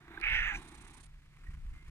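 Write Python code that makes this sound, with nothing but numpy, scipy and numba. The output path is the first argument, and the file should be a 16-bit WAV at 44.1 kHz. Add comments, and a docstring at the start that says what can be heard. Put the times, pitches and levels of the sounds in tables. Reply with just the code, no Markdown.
"""A cat gives one hoarse, voiceless huff: turbulent air excites the resonances of its throat and mouth.
It purrs softly beforehand, parts its lips with a wet click, and afterwards draws a purring breath
through its nose; the purr is airflow modulated by the larynx. The cat is being stroked on a garden
chair, close to the microphone, and friction makes its fur rustle. Air buffets the microphone's
two ports over a quiet garden with a far hum."""
import sys
import numpy as np
from scipy import signal
from scipy.fft import rfft, irfft
from scipy.io import wavfile
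from scipy.ndimage import map_coordinates
from numba import njit

SR = 44100
rng = np.random.default_rng(int(sys.argv[2]) if len(sys.argv) > 2 else 0)


def dump_mix(stems):
    """Bounce the given channels to the path in sys.argv[1] as a 16-bit WAV at rate SR."""
    frames = np.atleast_2d(stems).T  # one column per channel
    limited = np.clip(frames, -1, 1)  # hard clip at full scale
    pcm = np.round(limited * 32767).astype(np.int16)
    wavfile.write(sys.argv[1], SR, pcm)


N = 83790
T = np.arange(N) / SR
FREQS = np.fft.rfftfreq(N, 1 / SR)
PURR_HZ, BEAT_JITTER_S = 31.2, 0.0016
BEFORE_BEAT_S, AFTER_BEAT_S = .083, .688  # one beat of the larynx on each side of the huff
# stereo balance of the purr, halved for the garden: f/Hz, left minus right/dB
BALANCE = [(200, -4.5), (700, 5), (1300, -8.5), (2200, -11), (3000, -2), (4400, -2)]


def huff(rasp_db=1, spit_per_s=450, spit_share=0.21):
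    """Source and filter: turbulence and saliva crackle excite resonances that follow jaw and tongue."""
    # force of the breath: t/s, level/dB
    force = [(.207, -64), (.217, -46), (.229, -43), (.237, -34.5), (.28, -33.5), (.31, -32), (.352, -30.5),
             (.41, -35), (.475, -34), (.515, -39.5), (.542, -43), (.558, -41.5), (.572, -55), (.61, -75)]
    # jaw movement: t/s, opening (0 nearly shut, 1 wide)
    jaw = [(.22, 0.14), (.31, 0.73), (.36, 0.69), (.47, 0.19), (.56, 0.15)]
    # throat and mouth resonances: f shut/Hz, f wide/Hz, width/Hz, level/dB, left minus right/dB
    formants = [(800, 905, 240, -22.5, 1.5), (1288, 1620, 240, -12.5, -7.5), (1660, 1915, 290, -6, -6.5),
                (1997, 2360, 480, -5, -16), (2498, 2690, 294, -5.5, -1), (2580, 3240, 310, -13, -1)]
    # strongest resonance, sinking as the tongue draws back: t/s, f/Hz
    tongue = [(.225, 2315), (.29, 2215), (.335, 2117), (.37, 1900), (.42, 1850), (.495, 1787), (.53, 1583),
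              (.56, 1670)]
    # damping by the soft throat walls: f/Hz, gain/dB
    walls = [(3100, 0), (3600, 1), (4300, -8.5), (6000, -28)]
    # hiss of air over the teeth: f/Hz, spectral level/dB
    teeth = [(250, -8), (520, 2), (650, -8.5), (1050, -4), (2000, 5), (3700, -0.5), (4600, -16),
             (7500, -27), (9500, -15.5), (12000, -24.5), (15000, -18)]
    # sharp ring of the gap behind the teeth: t/s, f/Hz, level/dB
    gap = [(0.241, 5260, -67), (.30, 5100, -66.5), (.35, 5370, -58), (.42, 5760, -63.5), (.49, 6550, -62),
           (.535, 6270, -66), (.557, 6100, -52.5), (0.586, 5970, -66)]
    # hollow ring of the closing throat: t/s, f/Hz, level/dB
    gulp = [(.47, 960, -83), (.495, 917, -50.5), (0.529, 826, -45.5), (.56, 800, -63), (.58, 800, -68)]
    rasp = unit(undb(rasp_db * walk(per_s=420)))
    spit = unit((rng.random(N) < spit_per_s / SR) * (.5 + rng.random(N)))
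    air = lambda: np.sqrt(1 - spit_share) * rasp * noise() + np.sqrt(spit_share) * spit
    throat = pan(undb(-3) * resonate(air(), curve(tongue), width_hz=190), db=-11)
    for shut_hz, wide_hz, width_hz, db, pan_db in formants:
        hz = shut_hz + (wide_hz - shut_hz) * curve(jaw)
        throat += pan(undb(db) * resonate(air(), hz, width_hz), pan_db)
    hiss = undb(-20.5) * stereo_noise(teeth, balance_db=-11) * rasp
    gap_ring = pan(cavity(air(), gap, width_hz=1540), db=1)
    gulp_ring = cavity(air(), gulp, width_hz=58)
    return (colour(throat, walls) + hiss) * swell(force) + gap_ring + gulp_ring


def cavity(air, rows, width_hz):
    """Forced resonance: air drives one mode that glides and swells along (t/s, f/Hz, level/dB) rows."""
    track = [(at, hz) for at, hz, db in rows]
    levels = [(at, db) for at, hz, db in rows]
    return resonate(air, curve(track), width_hz) * swell(levels)


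def smacks(bright_hz=3500):
    """Impulse response: films of saliva snap, with a short fizz, and ring the modes of the mouth."""
    # lip and tongue clicks, duller as the mouth opens: t/s, level/dB, gain above bright_hz/dB
    clicks = [(.2000, -48, 6), (.2128, -33, -2), (.3005, -19, -27), (.3468, -20, -28)]
    # modes of the mouth: f/Hz, width/Hz, gain/dB
    modes = [(2520, 470, -7), (4200, 1400, -6.5), (9600, 1800, -15)]
    out = 0
    for start, db, bright_db in clicks:
        snap = 0.077 * burst(start, decay_s=0.003) + (np.arange(N) == int(start * SR))
        for hz, width_hz, mode_db in modes:
            out += peak(resonate(snap, hz, width_hz), db + mode_db + bright_db * (hz > bright_hz))
    return pan(out, db=-12)


def whistles(waver=0.0165):
    """Flow tones: air sings for a moment where the passage narrows."""
    # whistles with Gaussian envelopes: t/s at the peak, half length/s, f/Hz, level/dB
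    tones = [(0.177, 0.0019, 1584, -37.5), (0.2398, 0.0021, 2482, -25.5), (0.55, 0.002, 2426, -38),
             (0.5587, .002, 2465, -37), (1.059, 0.00091, 9200, -57.5), (1.471, 0.0028, 1906, -57),
             (1.481, .014, 1908, -64.5), (1.788, .04, 2082, -66)]
    out = 0
    for at, half_length, hz, db in tones:
        envelope = np.exp(-.5 * ((T - at) / half_length) ** 2)
        out += undb(db) * tone(hz, waver, per_s=300) * envelope
    return pan(out, db=-7)


def purr():
    """Modulated flow: the larynx chops the breath before and after the huff, and the chest throbs."""
    # breath before the huff: t/s, level/dB
    before_level = [(0, -62.5), (.05, -63.5), (.11, -55.5), (.16, -52), (.205, -51.5), (.245, -71)]
    # its colour: f/Hz, spectral level/dB
    before_colour = [(150, -8.5), (270, -6), (345, 2), (440, -20), (540, -37), (680, -8), (1000, -10.5),
                     (1650, -7), (2400, -13), (3100, -24), (3700, -16), (4700, -41), (12000, -39)]
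    # breath after the huff: t/s, level/dB
    after_level = [(.46, -78), (.55, -48.5), (.62, -54.5), (.76, -57.5), (.9, -59.5), (1.0, -60.5),
                   (1.08, -83)]
    # its colour: f/Hz, spectral level/dB
    after_colour = [(150, 1.5), (250, 2), (350, 2.5), (470, -13.5), (570, -20), (800, -3), (1000, -1.5),
                    (1300, -8.5), (2400, -7), (3000, -14.5), (3900, -10.5), (4700, -26.5), (12000, -34.5)]
    before = stereo_noise(before_colour, over_hz(BALANCE)) * flutter(BEFORE_BEAT_S, depth=0.18)
    before += undb(-5) * chest(BEFORE_BEAT_S)
    after = stereo_noise(after_colour, over_hz(BALANCE)) * flutter(AFTER_BEAT_S, depth=0.1)
    after += undb(-18.5) * chest(AFTER_BEAT_S)
    return before * swell(before_level) + after * swell(after_level)


def flutter(beat_s, depth, hz=PURR_HZ):
    """Amplitude modulation: the larynx opens and shuts on the airflow, slightly out of time."""
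    return 1 + depth * np.cos(2 * np.pi * hz * (T - beat_s + BEAT_JITTER_S * walk(per_s=20.35)))


def chest(beat_s, hz=340.7, width_hz=75):
    """Pulse excitation: slightly uneven beats of the larynx ring a resonance of the chest."""
    beats = np.arange(beat_s % (1 / PURR_HZ), T[-1], 1 / PURR_HZ)
    jitter, size_db = rng.standard_normal((len(beats), 2)).T
    at = beats + BEAT_JITTER_S * jitter - 2 / (np.pi * width_hz)  # the ring takes a moment to build
    pulses = np.zeros(N)
    pulses[np.clip((at * SR).astype(int), 0, N - 1)] = undb(size_db)
    return resonate(pulses, hz, width_hz)


def nose(start_s=.535, end_s=1.07, fade_s=0.0043, settle_s=.12, even_at_s=1.0):
    """Nasal turbulence: a steady in-breath breaks into puffs, strong and weak by turns, that even out."""
    # hiss in the nostrils: f/Hz, spectral level/dB
    nostrils = [(2500, 0.5), (4200, 2), (5200, 0.5), (6200, 4.5), (7200, 3), (8300, 7), (9500, 11),
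                (10700, -10), (12500, -17), (15000, -40)]
    # its stereo balance: f/Hz, left minus right/dB
    balance = [(4200, -30), (6200, 7), (7500, -9), (9500, -21), (14000, -4)]
    gate = np.clip(np.minimum(T - start_s, end_s - T) / fade_s, 0, 1)
    settled = np.clip((T - start_s) / settle_s, 0, 1)
    alternation = .55 * settled * np.clip((even_at_s - T) / (even_at_s - start_s), 0, 1)
    puffs = flutter(AFTER_BEAT_S, depth=0.75 * settled)
    puffs *= flutter(AFTER_BEAT_S, depth=alternation, hz=PURR_HZ / 2)
    hiss = undb(-66.5) * stereo_noise(nostrils, over_hz(balance))
    return hiss * gate * puffs * undb(walk(per_s=89))


def fur(rough_db=2.5):
    """Friction noise: the hand rubs the coat, and single hairs flick free."""
    # stroking: t/s, level/dB
    stroke = [(0, -69.5), (1.1, -69.5), (1.3, -70.5), (1.5, -63), (1.6, -69), (1.76, -65.5), (1.85, -69.5),
              (1.9, -56.5)]
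    # rustle of the coat: f/Hz, spectral level/dB
    coat = [(300, 6), (560, -9), (1100, 1.5), (2300, 4), (3200, -6.5), (5500, -13), (9300, -11.5),
            (12000, -22), (15000, -21)]
    # fur and whiskers ticking under the hand: t/s, peak level/dB
    flicks = [(.0815, -44), (.744, -47), (.837, -48), (.8665, -43), (.898, -44), (1.346, -59),
              (1.3705, -54), (1.4365, -52), (1.508, -54), (1.543, -52), (1.549, -51), (1.752, -56),
              (1.881, -52)]
    # woody colour of a tick: f/Hz, gain/dB
    woody = [(300, -23), (560, -36), (1050, 14.5), (1500, 7), (2300, 11.5), (3200, -12), (5500, -12),
             (9300, -27), (12000, -38)]
    rub = stereo_noise(coat, balance_db=-2.5) * undb(curve(stroke))
    rub *= unit(undb(rough_db * walk(per_s=150)))
    ticks = sum(peak(colour(burst(at, decay_s=0.00085), woody), db) for at, db in flicks)
    return rub + pan(ticks, db=-5)


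def thumps(swing_s=0.0036, ring_hz=150.5, decay_s=0.035):
    """Damped vibration: each knock is one slow swing of pressure and a dull ring of the chair."""
    # soft knocks of the hand carried to the microphone: t/s, peak level of the swing/dB
    knocks = [(1.4932, -36.5), (1.887, -47)]
    out = 0
    for at, db in knocks:
        age = T - at
        swing = age * np.exp(-.5 * (age / swing_s) ** 2)
        ring = np.sin(2 * np.pi * ring_hz * age) * (age > 0) * np.exp(-np.abs(age) / decay_s)
        out += peak(swing, db) + undb(db - 10.5) * ring
    return out


def wind():
    """Turbulent pressure: air rumbles on the microphone, and eddies make its two ports differ."""
    # gusts: t/s, level/dB
    gusts = [(0, -68), (.25, -49.5), (.305, -34.5), (.46, -41.5), (.59, -48), (.65, -58), (.82, -57),
             (1.1, -56), (1.45, -56), (1.54, -44), (1.65, -40), (1.755, -44), (1.79, -57.5), (1.9, -45)]
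    # their rumble: f/Hz, spectral level/dB
    rumble = [(12, -14.5), (24, -6.5), (33, 0), (48, -10), (70, -13.5), (110, -24.5), (200, -33),
              (400, -59.5), (1000, -75)]
    eddies = undb(-16.5) * unit(colour(noise(), rumble)) * np.array([[1], [-1]])
    return (stereo_noise(rumble, balance_db=0) + eddies) * undb(curve(gusts))


def garden():
    """Ambient noise: a faint broadband wash lies under the wavering hum of a far machine."""
    # outdoor wash: f/Hz, spectral level/dB
    wash = [(35, -44), (60, 4.5), (71, -11), (89, -6), (151, -7), (178, -16.5), (469, -40), (503, -30.5),
            (1050, -33.5), (2590, -30), (3270, -30.5), (15000, -50.5)]
    hum = undb(-66.5) * tone(hz=147, waver=0.0054, per_s=11.36)
    return hum + undb(-64.5) * stereo_noise(wash, over_hz(BALANCE) / 2)


def undb(db):
    """Decibels to amplitude ratio."""
    return 10 ** (np.asarray(db) / 20)


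def unit(x):
    """Normalisation to rms 1."""
    return x / np.sqrt(np.mean(x ** 2) + 1e-20)


def peak(x, db):
    """Normalisation to a peak level."""
    return x * undb(db) / np.abs(x).max()


def noise():
    """Gaussian white noise."""
    return rng.standard_normal(N)


def burst(start, decay_s):
    """Noise with a sudden onset and exponential decay."""
    return noise() * (T >= start) * np.exp(-np.abs(T - start) / decay_s)


def walk(per_s):
    """Smooth random fluctuation of rms 1."""
    return unit(map_coordinates(noise(), [T * per_s], order=3, mode="mirror"))


def tone(hz, waver, per_s):
    """Random frequency modulation of a sine of rms 1."""
    return np.sqrt(2) * np.sin(2 * np.pi * np.cumsum(hz * (1 + waver * walk(per_s))) / SR)


def curve(rows):
    """Linear interpolation of (t/s, value) rows."""
    return np.interp(T, *np.array(rows).T)


def swell(rows):
    """Amplitude envelope along (t/s, level/dB) rows, fading to silence outside them."""
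    return undb(curve([(rows[0][0] - .02, -120)] + list(rows) + [(rows[-1][0] + .02, -120)]))


def over_hz(rows):
    """Interpolation of (f/Hz, value) rows on a log frequency axis."""
    hz, value = np.array(rows).T
    return np.interp(np.log(FREQS + 1), np.log(hz), value)


def colour(x, rows):
    """Zero-phase filtering by (f/Hz, gain/dB) rows."""
    return irfft(rfft(x) * undb(over_hz(rows)), N)


@njit
def svf(x, hz, width_hz):
    """Damped oscillator: a state-variable band-pass with a moving centre."""
    y, band, low = np.empty(len(x)), 0., 0.
    for i in range(len(x)):
        g, damping = np.tan(np.pi * hz[i] / SR), width_hz / hz[i]
        v = (band + g * (x[i] + 1e-18 - low)) / (1 + g * (g + damping))
        band, low = 2 * v - band, low + 2 * g * v
        y[i] = damping * v
    return y


def resonate(x, hz, width_hz):
    """Two band-passes in cascade make a steep resonance, steady or moving, at rms 1."""
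    centre, width = hz * np.ones(N), float(width_hz)
    return unit(svf(svf(x, centre, width), centre, width))


def pan(x, db):
    """Level difference between the ports, left minus right; their mean stays the same."""
    left = undb(db) / (1 + undb(db))
    return 2 * np.array([x * left, x * (1 - left)])


def stereo_noise(rows, balance_db, diffuse_hz=5160):
    """Partial coherence: coloured noise, less alike left and right towards the treble."""
    diffuse = np.minimum(FREQS / diffuse_hz, 0.9) ** 2
    common = np.sqrt(1 - diffuse) * rfft(noise())
    separate = np.sqrt(diffuse) * np.array([rfft(noise()), rfft(noise())])
    out = irfft((common + separate) * pan(undb(over_hz(rows)), balance_db), N)
    return out / np.std(out.mean(axis=0))


def scene(fade_s=.004, lag_s=0.00012):
    """Superposition: all sounds, eased in and out, reach the right port a moment after the left."""
    ease = np.sin(np.pi / 2 * np.clip(np.minimum(T, T[-1] - T) / fade_s, 0, 1)) ** 2
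    cat = huff() + smacks() + whistles() + purr() + nose()
    left, right = ease * (cat + fur() + thumps() + wind() + garden())
    return np.array([left, irfft(rfft(right) * np.exp(-2j * np.pi * FREQS * lag_s), N)])


def record(dry, top_hz=15300):
    """Band limiting: a steep elliptic low-pass removes the highest treble."""
    return signal.sosfilt(signal.ellip(10, .2, 80, top_hz, fs=SR, output="sos"), dry)


dry = scene()
out = record(dry)
dump_mix(out)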